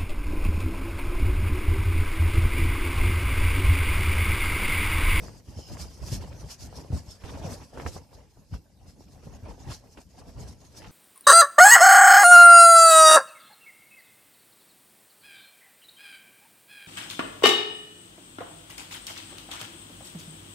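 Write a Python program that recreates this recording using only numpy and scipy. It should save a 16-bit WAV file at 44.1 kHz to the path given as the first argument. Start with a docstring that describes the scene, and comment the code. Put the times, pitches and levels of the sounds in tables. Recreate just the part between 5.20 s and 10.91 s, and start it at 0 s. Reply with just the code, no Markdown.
"""One hears cloth walls billow, flutter, thump and snap in strong wind, with a hiss of fine snow.
The place is a small fabric shelter on the ice. Shaped noise and pulses follow the wind and its buffets;
gliding sines make the thumps, filtered bursts the snaps, and noise-modulated sines the whistles of the weave.
A phone in the shelter picks it up, widens the stereo image and cuts the top."""
import sys
import numpy as np
from scipy import signal
from scipy.fft import rfft, irfft, next_fast_len
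from scipy.io import wavfile
from scipy.ndimage import uniform_filter1d, map_coordinates

SR = 44100
rng = np.random.default_rng(int(sys.argv[2]) if len(sys.argv) > 2 else 0)


def materialize(psi):
    """Save the field psi as 16-bit PCM at rate SR to the path in sys.argv[1].

    A 1-D psi becomes a single channel; in a 2-D psi each row is a channel.
    """
    bounded = np.clip(np.atleast_2d(psi).T, -1, 1)
    quanta = np.round(bounded * 32767).astype(np.int16)
    wavfile.write(sys.argv[1], SR, quanta)


N = 251811

# Wind strength between buffets. Each row: time in seconds, strength in dB (scaled by the GROWTH settings).
WIND = [(0.0, 3.5), (0.23, -3.5), (0.53, 3), (0.76, 2.5), (1.06, 0), (1.37, 1.5), (1.69, -1.5),
        (1.99, -0.5), (2.22, 3.5), (2.5, 0.5), (2.7, 5), (2.88, -6.5), (3.1, -9), (3.58, -12), (4.3, -3.5),
        (4.88, -6.5), (5.2, -6), (5.71, -0.5)]
# Level at wind 0 dB, and dB gained per dB of wind.
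HEAVE_DB, HEAVE_GROWTH = -53.5, 0.78
FLUTTER_DB, FLUTTER_GROWTH = -62.5, 0.85
SLIDE_DB, SLIDE_GROWTH = -62, 1.23

# A buffet hits a wall: it heaves, flutters and slides with a swish. Each row: crest in seconds, rise time
# in seconds, heave in dB, flutter in dB, swish in dB, swish lag in seconds (negative leads). Before lulls.
BUFFETS = [(0.037, 0.08, -41.5, -49, -55, 0.02), (0.296, 0.029, -42, -56.5, -59, 0.0054),
           (0.385, 0.031, -40, -49.5, -53.5, 0.0077), (0.531, 0.055, -41, -46, -54, -0.0056),
           (0.625, 0.066, -43.5, -53, -45, -0.011), (0.84, 0.045, -40.5, -47.5, -46, 0.043),
           (0.95, 0.064, -33, -52.5, -40.5, -0.0065), (1.03, 0.043, -42, -51.5, -56, -0.0019),
           (1.121, 0.059, -40.5, -51.5, -57.5, 0.086), (1.243, .033, -38.5, -50.5, -44, 0.073),
           (1.45, 0.054, -41, -54, -49, -0.015), (1.591, 0.042, -41.5, -46.5, -53, -0.012),
           (1.744, 0.038, -32.5, -46, -47, .024), (1.885, 0.03, -43.5, -56, -52, 0.029),
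           (2.054, 0.023, -43.5, -48.5, -57, .005), (2.16, 0.091, -40, -44.5, -55, -0.051),
           (2.26, 0.05, -36.5, -41, -55.5, 0.0069), (2.324, .025, -39, -42.5, -45, 0.0069),
           (2.405, .035, -45, -49.5, -70, -0.015), (2.59, 0.044, -43.5, -43, -62, 0.025),
           (2.666, 0.019, -38.5, -37.5, -46.5, 0.025), (2.77, 0.044, -43.5, -51.5, -52, -0.012),
           (2.969, .05, -50, -55, -63, -0.011), (3.19, 0.025, -52.5, -71, -75, 0.0018),
           (3.344, 0.025, -37.5, -52.5, -57.5, 0.0069), (3.68, 0.039, -48.5, -62, -60, 0.017),
           (3.82, 0.032, -53.5, -63.5, -62, -0.0021), (3.96, 0.05, -50.5, -59.5, -63, -.01),
           (4.075, 0.044, -45, -53, -60, -.015), (4.155, 0.034, -45.5, -55, -65, 0.0013),
           (4.287, 0.043, -40, -46, -61.5, 0.037), (4.41, 0.027, -47.5, -52.5, -57.5, -0.00039),
           (4.493, 0.037, -38, -49, -44, .038), (4.65, 0.021, -67, -57, -62.5, 0.075),
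           (4.787, 0.017, -51.5, -47, -59, 0.018), (5.0, 0.055, -52.5, -54, -62, -0.007),
           (5.083, 0.021, -44.5, -53, -59, 0.021), (5.215, 0.065, -40, -50.5, -55, 0.011),
           (5.298, 0.032, -44, -58, -55.5, -0.00099), (5.43, 0.023, -65, -59, -61, .02),
           (5.6, 0.055, -53.5, -53.5, -52.5, -0.018), (5.675, 0.047, -47.5, -57, -61, 0.0086)]
FALL_PER_RISE, ROUNDNESS = 1.26, 1.34  # ratio of times; crest exponent (1 pointed, 2 round)
SWISH_RISE_S, SWISH_FALL_S = 0.032, 0.03  # at the usual rise time
USUAL_RISE_S, SWISH_STRETCH = 0.036, 0.23  # slower buffets slide for longer, by this power

# Pressure drops and walls hang limp. Each row: centre in seconds, depth in dB before LULL_BITE.
LULLS = [(0.24, 5), (0.455, 5.5), (1.375, 7), (1.995, 6), (2.495, 7), (2.875, 6), (3.12, 3), (3.56, 1),
         (4.875, 9.5)]
LULL_HALF_S = 0.031
# Multipliers of the lull depth, for heave, flutter and slide in turn [no unit].
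LULL_BITE = [1.2, 0.66, 0.43]

# A wall fills with air. Each row: start in seconds, level in dB before trim, first pitch in Hz,
# last pitch in Hz, swell time in seconds, side (left +1 to right -1).
FLAPS = [(0.367, -30, 107, 70, 0.0081, -0.42), (0.592, -34.5, 79, 69.5, 0.028, -0.15),
         (0.812, -27, 70, 55, 0.011, -0.34), (0.920, -19, 136, 71, 0.0066, -0.09),
         (1.702, -24, 149, 91.5, 0.0047, -0.16), (1.724, -16, 134.6, 62.4, 0.011, -.1),
         (2.039, -27.5, 86, 59, 0.0043, -0.3), (2.248, -22.5, 171, 111, 0.0044, -.1),
         (2.649, -28.5, 113, 72, 0.017, -0.58), (2.758, -29, 136, 76, 0.0024, -.2),
         (3.322, -23, 156, 44, 0.01, 0.02), (4.067, -33, 148, 107, 0.0051, -0.3),
         (4.226, -31, 110, 70.5, 0.0094, 0), (4.288, -36, 90, 65, 0.0062, 0),
         (4.469, -29.5, 147, 113, 0.0048, 0), (4.493, -32, 172, 75, 0.0079, -0.06),
         (5.076, -37, 113, 69.5, 0.0073, -0.094), (5.15, -37, 80, 46, 0.016, .1)]
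FLAP_TRIM_DB = -4.0

# Cloth jerks taut. Each row: start in seconds, level in dB before trim, bright edge in Hz
# (the filter edge is at least 600 Hz).
SNAPS = [(0.083, -36, 1720), (0.277, -57, 895), (0.389, -32, 674), (0.498, -39, 1100), (0.570, -35.5, 2000),
         (0.926, -29, 575), (1.039, -36, 1100), (1.128, -41.5, 4500), (1.219, -42, 1700),
         (1.527, -36, 1210), (1.647, -35, 930), (1.726, -29, 733), (2.038, -34.5, 2850),
         (2.094, -37.5, 3500), (2.12, -35, 860), (2.323, -32.5, 2020), (2.531, -38, 905),
         (2.574, -27, 1310), (2.599, -25.5, 2160), (2.6634, -21.5, 2510), (2.764, -29.5, 1150),
         (2.929, -41.5, 1020), (3.171, -47, 1010), (3.339, -35, 1730), (3.807, -40.5, 920),
         (4.071, -36, 970), (4.379, -41, 900), (4.774, -39.5, 3200), (5.016, -43.5, 1300),
         (5.197, -41.5, 990), (5.62, -38.5, 3280), (5.644, -36, 3400)]
SNAP_TRIM_DB = -15.5
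# Length at this edge; brighter snaps are shorter by this power.
SNAP_S, SNAP_EDGE_HZ, SNAP_SHORTENS = 0.041, 1070, 0.41

# A loose fold crumples. Each row: crest in seconds, rise time in seconds, crinkle level in dB.
CRUMPLES = [(1.04, 0.025, -56), (2.09, 0.08, -55), (2.435, 0.013, -56), (2.603, 0.015, -51.5),
            (3.345, 0.019, -56.5), (4.505, .03, -50), (5.65, 0.037, -51.5)]
# Crinkle level at the reference flutter, its growth in dB per dB, and its level relative to the slide.
CRINKLE_REF_DB, CRINKLE_DB, CRINKLE_GROWTH, SLIDE_CRINKLE_DB = -50, -61, 0.83, -13.5

# The weave whistles as it slides. Each row: centre in seconds, half-length in seconds (to 1/e),
# pitch at the centre in Hz, level in dB before trim.
ZIPS = [(0.461, 0.11, 2960, -64.5), (0.46, 0.095, 5190, -57.5), (0.675, 0.04, 4970, -61),
        (1.916, 0.034, 5300, -55), (4.148, 0.015, 6600, -63), (4.411, 0.018, 6700, -60.5),
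        (5.204, 0.0094, 6670, -54), (5.45, .05, 6570, -65), (5.578, 0.028, 5050, -55.5)]
ZIP_TRIM_DB = 4

# Spectrum of the heaving walls. Each row: frequency in Hz, relative density in dB per Hz.
HEAVE_SPECTRUM = [(13, -46), (22, -53), (40, -2.5), (65, 1), (135, -5), (330, -19.5), (430, -36),
                  (730, -120)]
# Spectrum of the dull cloth flutter. Each row: frequency in Hz, relative density in dB per Hz.
CLOTH_SPECTRUM = [(110, -9), (220, -0.5), (340, -5.5), (490, 0), (660, -1), (900, -1.5), (1060, -6),
                  (1300, -16.5), (2000, -15.5), (4000, -56)]
# Spectrum of the crinkling creases. Each row: frequency in Hz, relative density in dB per Hz.
CREASE_SPECTRUM = [(600, 0.5), (1250, -2), (1700, -1), (2100, -2.5), (2700, 0), (3600, -6.5), (4500, -8),
                   (6000, -14), (10000, -41)]
# Spectrum of the snow hiss. Each row: frequency in Hz, relative density in dB per Hz.
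HISS_SPECTRUM = [(1800, -15.5), (3600, -11), (4500, -4.5), (5230, -0.5), (5900, -3.5), (7000, -7),
                 (8500, -10.5), (10500, -13.5), (14000, -19)]
# Spectrum of the wind outside. Each row: frequency in Hz, relative density in dB per Hz.
FAR_WIND_SPECTRUM = [(20, -36), (38, -17), (60, 4.5), (95, -3), (250, -2.5), (360, -13.5), (850, -17),
                     (1350, -31), (3700, -29.5), (5300, -34), (7200, -31.5), (14000, -33)]
# Sound arriving from all around. Each row: frequency in Hz, side level in dB against mid.
DIFFUSE = [(45, -2.5), (70, -9), (130, -17.5), (300, -31), (1000, -23), (2000, -9), (5000, -7),
           (12000, -2.5)]
# Stereo widening by the phone. Each row: frequency in Hz, gain in dB before the bass cut.
WIDENING = [(300, -7.5), (1500, -5), (5000, -7), (12000, -11)]
TOP_HZ = 14100


def billow(level_db):
    """The heaving walls pump the air in the shelter: low noise that dips ahead of each flap."""
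    heave = steady(coloured(rng.standard_normal((2, N)), HEAVE_SPECTRUM), seconds=0.094)
    return amp(level_db + slack(FLAPS, lead_s=0.016, depth_db=2)) * heave


def flaps(glide_s=0.015, overtone=0.18, sway=0.83):
    """A wall fills: a few swings whose pitch glides as the bulge spreads over the panel."""
    t, out = np.arange(SR // 4) / SR, np.zeros((2, N))
    for start_s, db, first_hz, last_hz, swell_s, side in FLAPS:
        pitch_hz = last_hz + (first_hz - last_hz) * np.exp(-t / glide_s)
        phase = 2 * np.pi * np.cumsum(pitch_hz) / SR
        shape = t / swell_s * np.exp(1 - t / swell_s)
        swing = -np.sin(phase) + overtone * np.sin(2.325 * phase + rng.uniform(0, 2 * np.pi))
        # air sloshes from side to side, a quarter cycle behind
        slosh = sway * (1 - np.exp(-t / 0.019)) * np.cos(phase)
        add(out, start_s, amp(db + FLAP_TRIM_DB) * shape * np.array([swing, side * swing + slosh]))
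    return out


def ripples(flutter_db, crinkle_db):
    """Ripples beat through the cloth: dull pats, and finer crinkles on the same beats."""
    beat = wobble(60)
    dull = pats(rate=520, centre_hz=702.5, cycles=3.4, spread_db=9)
    dull = dull + 0.75 * ticks(rate=900, spread_db=5.0)
    fine = pats(rate=700, centre_hz=2207, cycles=13.5, spread_db=14.5)
    fine = fine + 1.34 * ticks(rate=700, spread_db=2) + patchy(depth_db=6)
    flutter = amp(flutter_db + 1.5 * beat) * steady(coloured(dull, CLOTH_SPECTRUM), seconds=0.039)
    crinkle = amp(crinkle_db + 2.36 * beat) * steady(coloured(fine, CREASE_SPECTRUM), seconds=0.045)
    return flutter + crinkle


def snaps(low_hz=330, rattle=0.36, spiky=0.75):
    """A sharp pressure step, then a brief rattle of folds; tighter cloth sounds brighter and thinner."""
    t, out = np.arange(SR // 8) / SR, np.zeros((2, N))
    for start_s, db, edge_hz in SNAPS:
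        length_s = SNAP_S * (SNAP_EDGE_HZ / edge_hz) ** SNAP_SHORTENS
        spikes = np.exp(spiky * rng.standard_normal(len(t)))
        folds = unit(rng.standard_normal((2, len(t))) * spikes)
        burst = rattle * folds * amp(-30 * t / length_s) * [[1], [.3]]
        burst[0] += 0.88 * np.exp(-t / 0.00057)  # pressure step, mid only
        top_hz = np.clip(edge_hz, 600, SR / 3)
        bottom_hz = min(max(low_hz, top_hz / 5), top_hz / 2)
        band = signal.butter(3, [bottom_hz, top_hz], "band", fs=SR, output="sos")
        crack = signal.sosfilt(band, burst)
        loudness = np.sqrt(np.sum(crack[0] ** 2) / (length_s * SR / 2))
        add(out, start_s, amp(db + SNAP_TRIM_DB) * crack / loudness)
    return out


def sweep(level_db):
    """Countless grains skim the taut cloth in short swishes; the finest fizz wavers slightly."""
    grains = patchy(depth_db=3.0) + 0.58 * ticks(rate=2200, spread_db=9)
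    hiss = coloured(walls(grains), HISS_SPECTRUM)
    fizz = filtered(hiss, lambda hz: hz ** 6 / (hz ** 6 + 8500. ** 6))
    fizz_change = amp(0.43 * wobble(24)) - 1
    return amp(level_db + 2.12 * wobble(55)) * (hiss + fizz_change * fizz)


def zips(width_hz=150, slowing_per_s=.45):
    """Sliding over the regular weave gives a fuzzy whistle that sinks as the slide slows."""
    t, out = np.arange(N) / SR, np.zeros((2, N))
    for centre_s, length_s, hz, db in ZIPS:
        phase = 2 * np.pi * np.cumsum(hz * np.exp(-slowing_per_s * (t - centre_s))) / SR
        fuzz = unit(filtered(rng.standard_normal((2, N)), lambda f: 1 / (1 + (f / width_hz) ** 2)))
        shape = np.exp(-((t - centre_s) / length_s) ** 2)
        out += amp(db + ZIP_TRIM_DB) * shape * fuzz * np.sin(phase) * [[1], [.35]]
    return out


def far_wind():
    """The rush of wind over the ice outside: noise whose level and colour drift."""
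    return amp(-60.5 + 0.67 * wobble(2.86)) * coloured(patchy(depth_db=6.0), FAR_WIND_SPECTRUM)


def motion():
    """Heave, flutter and slide in dB: powers of the wind and every buffet add up, then lulls cut them."""
    wind_s, strength_db = np.transpose(WIND)
    wind_db = np.interp(np.arange(N) / SR, wind_s, strength_db)
    heave = amp(HEAVE_DB + HEAVE_GROWTH * wind_db) ** 2
    flutter = amp(FLUTTER_DB + FLUTTER_GROWTH * wind_db) ** 2
    slide = amp(SLIDE_DB + SLIDE_GROWTH * wind_db) ** 2
    for crest_s, rise_s, heave_db, flutter_db, swish_db, lag_s in BUFFETS:
        push = swell(crest_s, rise_s, FALL_PER_RISE * rise_s)
        heave += (amp(heave_db) * push) ** 2
        flutter += (amp(flutter_db) * push) ** 2
        stretch = (rise_s / USUAL_RISE_S) ** SWISH_STRETCH
        swish = swell(crest_s + lag_s, stretch * SWISH_RISE_S, stretch * SWISH_FALL_S)
        slide += (amp(swish_db) * swish) ** 2
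    limp_db = sum(depth_db * swell(s, LULL_HALF_S, LULL_HALF_S) for s, depth_db in LULLS)
    return 10 * np.log10([heave, flutter, slide]) - np.outer(LULL_BITE, limp_db)


def creasing(flutter_db, slide_db):
    """Crinkle level in dB: powers from flutter, sliding and crumpling folds add up."""
    shaken = amp(CRINKLE_DB + CRINKLE_GROWTH * (flutter_db - CRINKLE_REF_DB))
    slid = amp(slide_db + SLIDE_CRINKLE_DB)
    crumpled = sum((amp(db) * swell(s, rise_s, FALL_PER_RISE * rise_s)) ** 2 for s, rise_s, db in CRUMPLES)
    return 10 * np.log10(shaken ** 2 + slid ** 2 + crumpled)


def swell(crest_s, rise_s, fall_s):
    """A rounded rise to 1 at the crest and a fall after it."""
    t = np.arange(N) / SR - crest_s
    near = np.abs(t) < 6 * max(rise_s, fall_s)
    out = np.zeros(N)
    out[near] = np.exp(-np.abs(t[near] / np.where(t[near] < 0, rise_s, fall_s)) ** ROUNDNESS)
    return out


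def slack(events, lead_s, depth_db):
    """Just before it pulls tight the cloth flies free and is quieter: a dip in dB ahead of each event."""
    t = np.arange(N) / SR
    dips = [np.exp(-((t - s) / lead_s) ** 2) * np.clip((s - t) / 0.0061, 0, 1) for s, *_ in events]
    return -depth_db * np.max(dips, axis=0)


def pats(rate, centre_hz, cycles, spread_db):
    """Small patches of cloth flip over, rate a second; each rings for a few cycles at its own pitch."""
    t, out = np.arange(SR // 30) / SR, np.zeros((2, N))
    for when, pitch, size, turn in rng.random((int(rate * N / SR), 4)):
        hz = centre_hz * 2 ** (3 * pitch - 1.5)  # within 1.5 octaves either way
        tone = np.sin(2 * np.pi * (hz * t + [[turn], [turn + pitch]]))
        add(out, when * N / SR, amp(spread_db * size) * tone * np.exp(-hz * t / cycles))
    return unit(out)


def ticks(rate, spread_db):
    """Two trains of random one-sample impulses of uneven size, rate a second."""
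    hit = rng.random((2, N)) < rate / SR
    sign = np.sign(rng.standard_normal((2, N)))
    size = amp(spread_db * np.clip(rng.standard_normal((2, N)), -2, 2))
    return unit(hit * sign * size)


def patchy(depth_db):
    """Two noises whose colour drifts in shared patches of time and frequency."""
    z = signal.stft(rng.standard_normal((2, N)), nperseg=512)[2]
    field = uniform_filter1d(rng.standard_normal(z.shape[1:]), size=6, axis=0)
    field = uniform_filter1d(field, size=9, axis=1)
    return signal.istft(z * amp(depth_db * unit(field)), nperseg=512)[1][:, :N]


def walls(x, bounce=0.1, count=6):
    """The close walls return a few weak reflections within milliseconds."""
    lags_s = rng.uniform(.002, .012, (count, 2, 1))
    reflected = filtered(x, lambda hz: 1 + bounce * np.exp(-2j * np.pi * hz * lags_s).sum(axis=0))
    return reflected / np.sqrt(1 + count * bounce ** 2)


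def coloured(pair, spectrum):
    """Mid and side with the given spectrum and diffuse share; the mid has rms 1."""
    def response(hz):
        mid_side = np.array([np.ones_like(hz), amp(along(DIFFUSE, hz))])
        return amp(along(spectrum, hz)) * mid_side
    out = filtered(pair, response)
    return out / np.std(out[0])


def steady(pair, seconds):
    """Even out the slow chance swells of a noise by the running power of its mid."""
    window = signal.windows.hann(max(int(seconds * SR), 8))
    power = signal.fftconvolve(pair[0] ** 2, window / window.sum(), "same")
    return pair / np.sqrt(np.abs(power) + 0.052)


def wobble(rate):
    """A smooth random curve, rate knots a second."""
    knots = rng.standard_normal(int(N * rate / SR) + 4)
    return map_coordinates(knots, [np.arange(N) * rate / SR])


def filtered(x, response):
    """x times a complex response of frequency."""
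    m = next_fast_len(N + SR // 2)
    return irfft(rfft(x, m) * response(np.fft.rfftfreq(m, 1 / SR)), m)[..., :N]


def along(points, hz):
    """(Hz, value) points read on a log frequency axis."""
    f, v = np.transpose(points)
    return np.interp(np.log(hz + 1), np.log(f + 1), v)


def add(track, start_s, sound):
    """Mix a sound into a track from its start time."""
    part = track[..., max(round(start_s * SR), 0):][..., :sound.shape[-1]]
    part += sound[..., :part.shape[-1]]


def amp(db):
    """Decibels to gain."""
    return 10 ** (np.asarray(db) / 20)


def unit(x):
    """Scale to rms 1."""
    return x / np.sqrt(np.mean(x ** 2) + 1e-20)


def scene():
    """All sources as mid and side, turned into left and right."""
    heave_db, flutter_db, slide_db = motion()
    crinkle_db = creasing(flutter_db, slide_db)
    cloth = billow(heave_db) + flaps() + ripples(flutter_db, crinkle_db) + snaps()
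    mid, side = cloth + sweep(slide_db) + zips() + far_wind()
    return np.array([mid + side, mid - side])


def record(dry, corner_hz=150, delay_s=.00162):
    """The phone feeds a delayed, bass-cut copy of the mid to the side, and cuts the top."""
    def widen(hz):
        highpass = (1j * hz) ** 2 / (corner_hz ** 2 + np.sqrt(2) * 1j * hz * corner_hz - hz ** 2)
        return amp(along(WIDENING, hz)) * highpass * np.exp(-2j * np.pi * hz * delay_s)
    echo = filtered(dry.mean(axis=0), widen)
    return filtered(dry + np.array([echo, -echo]), lambda hz: hz < TOP_HZ)


dry = scene()
out = record(dry)
materialize(out)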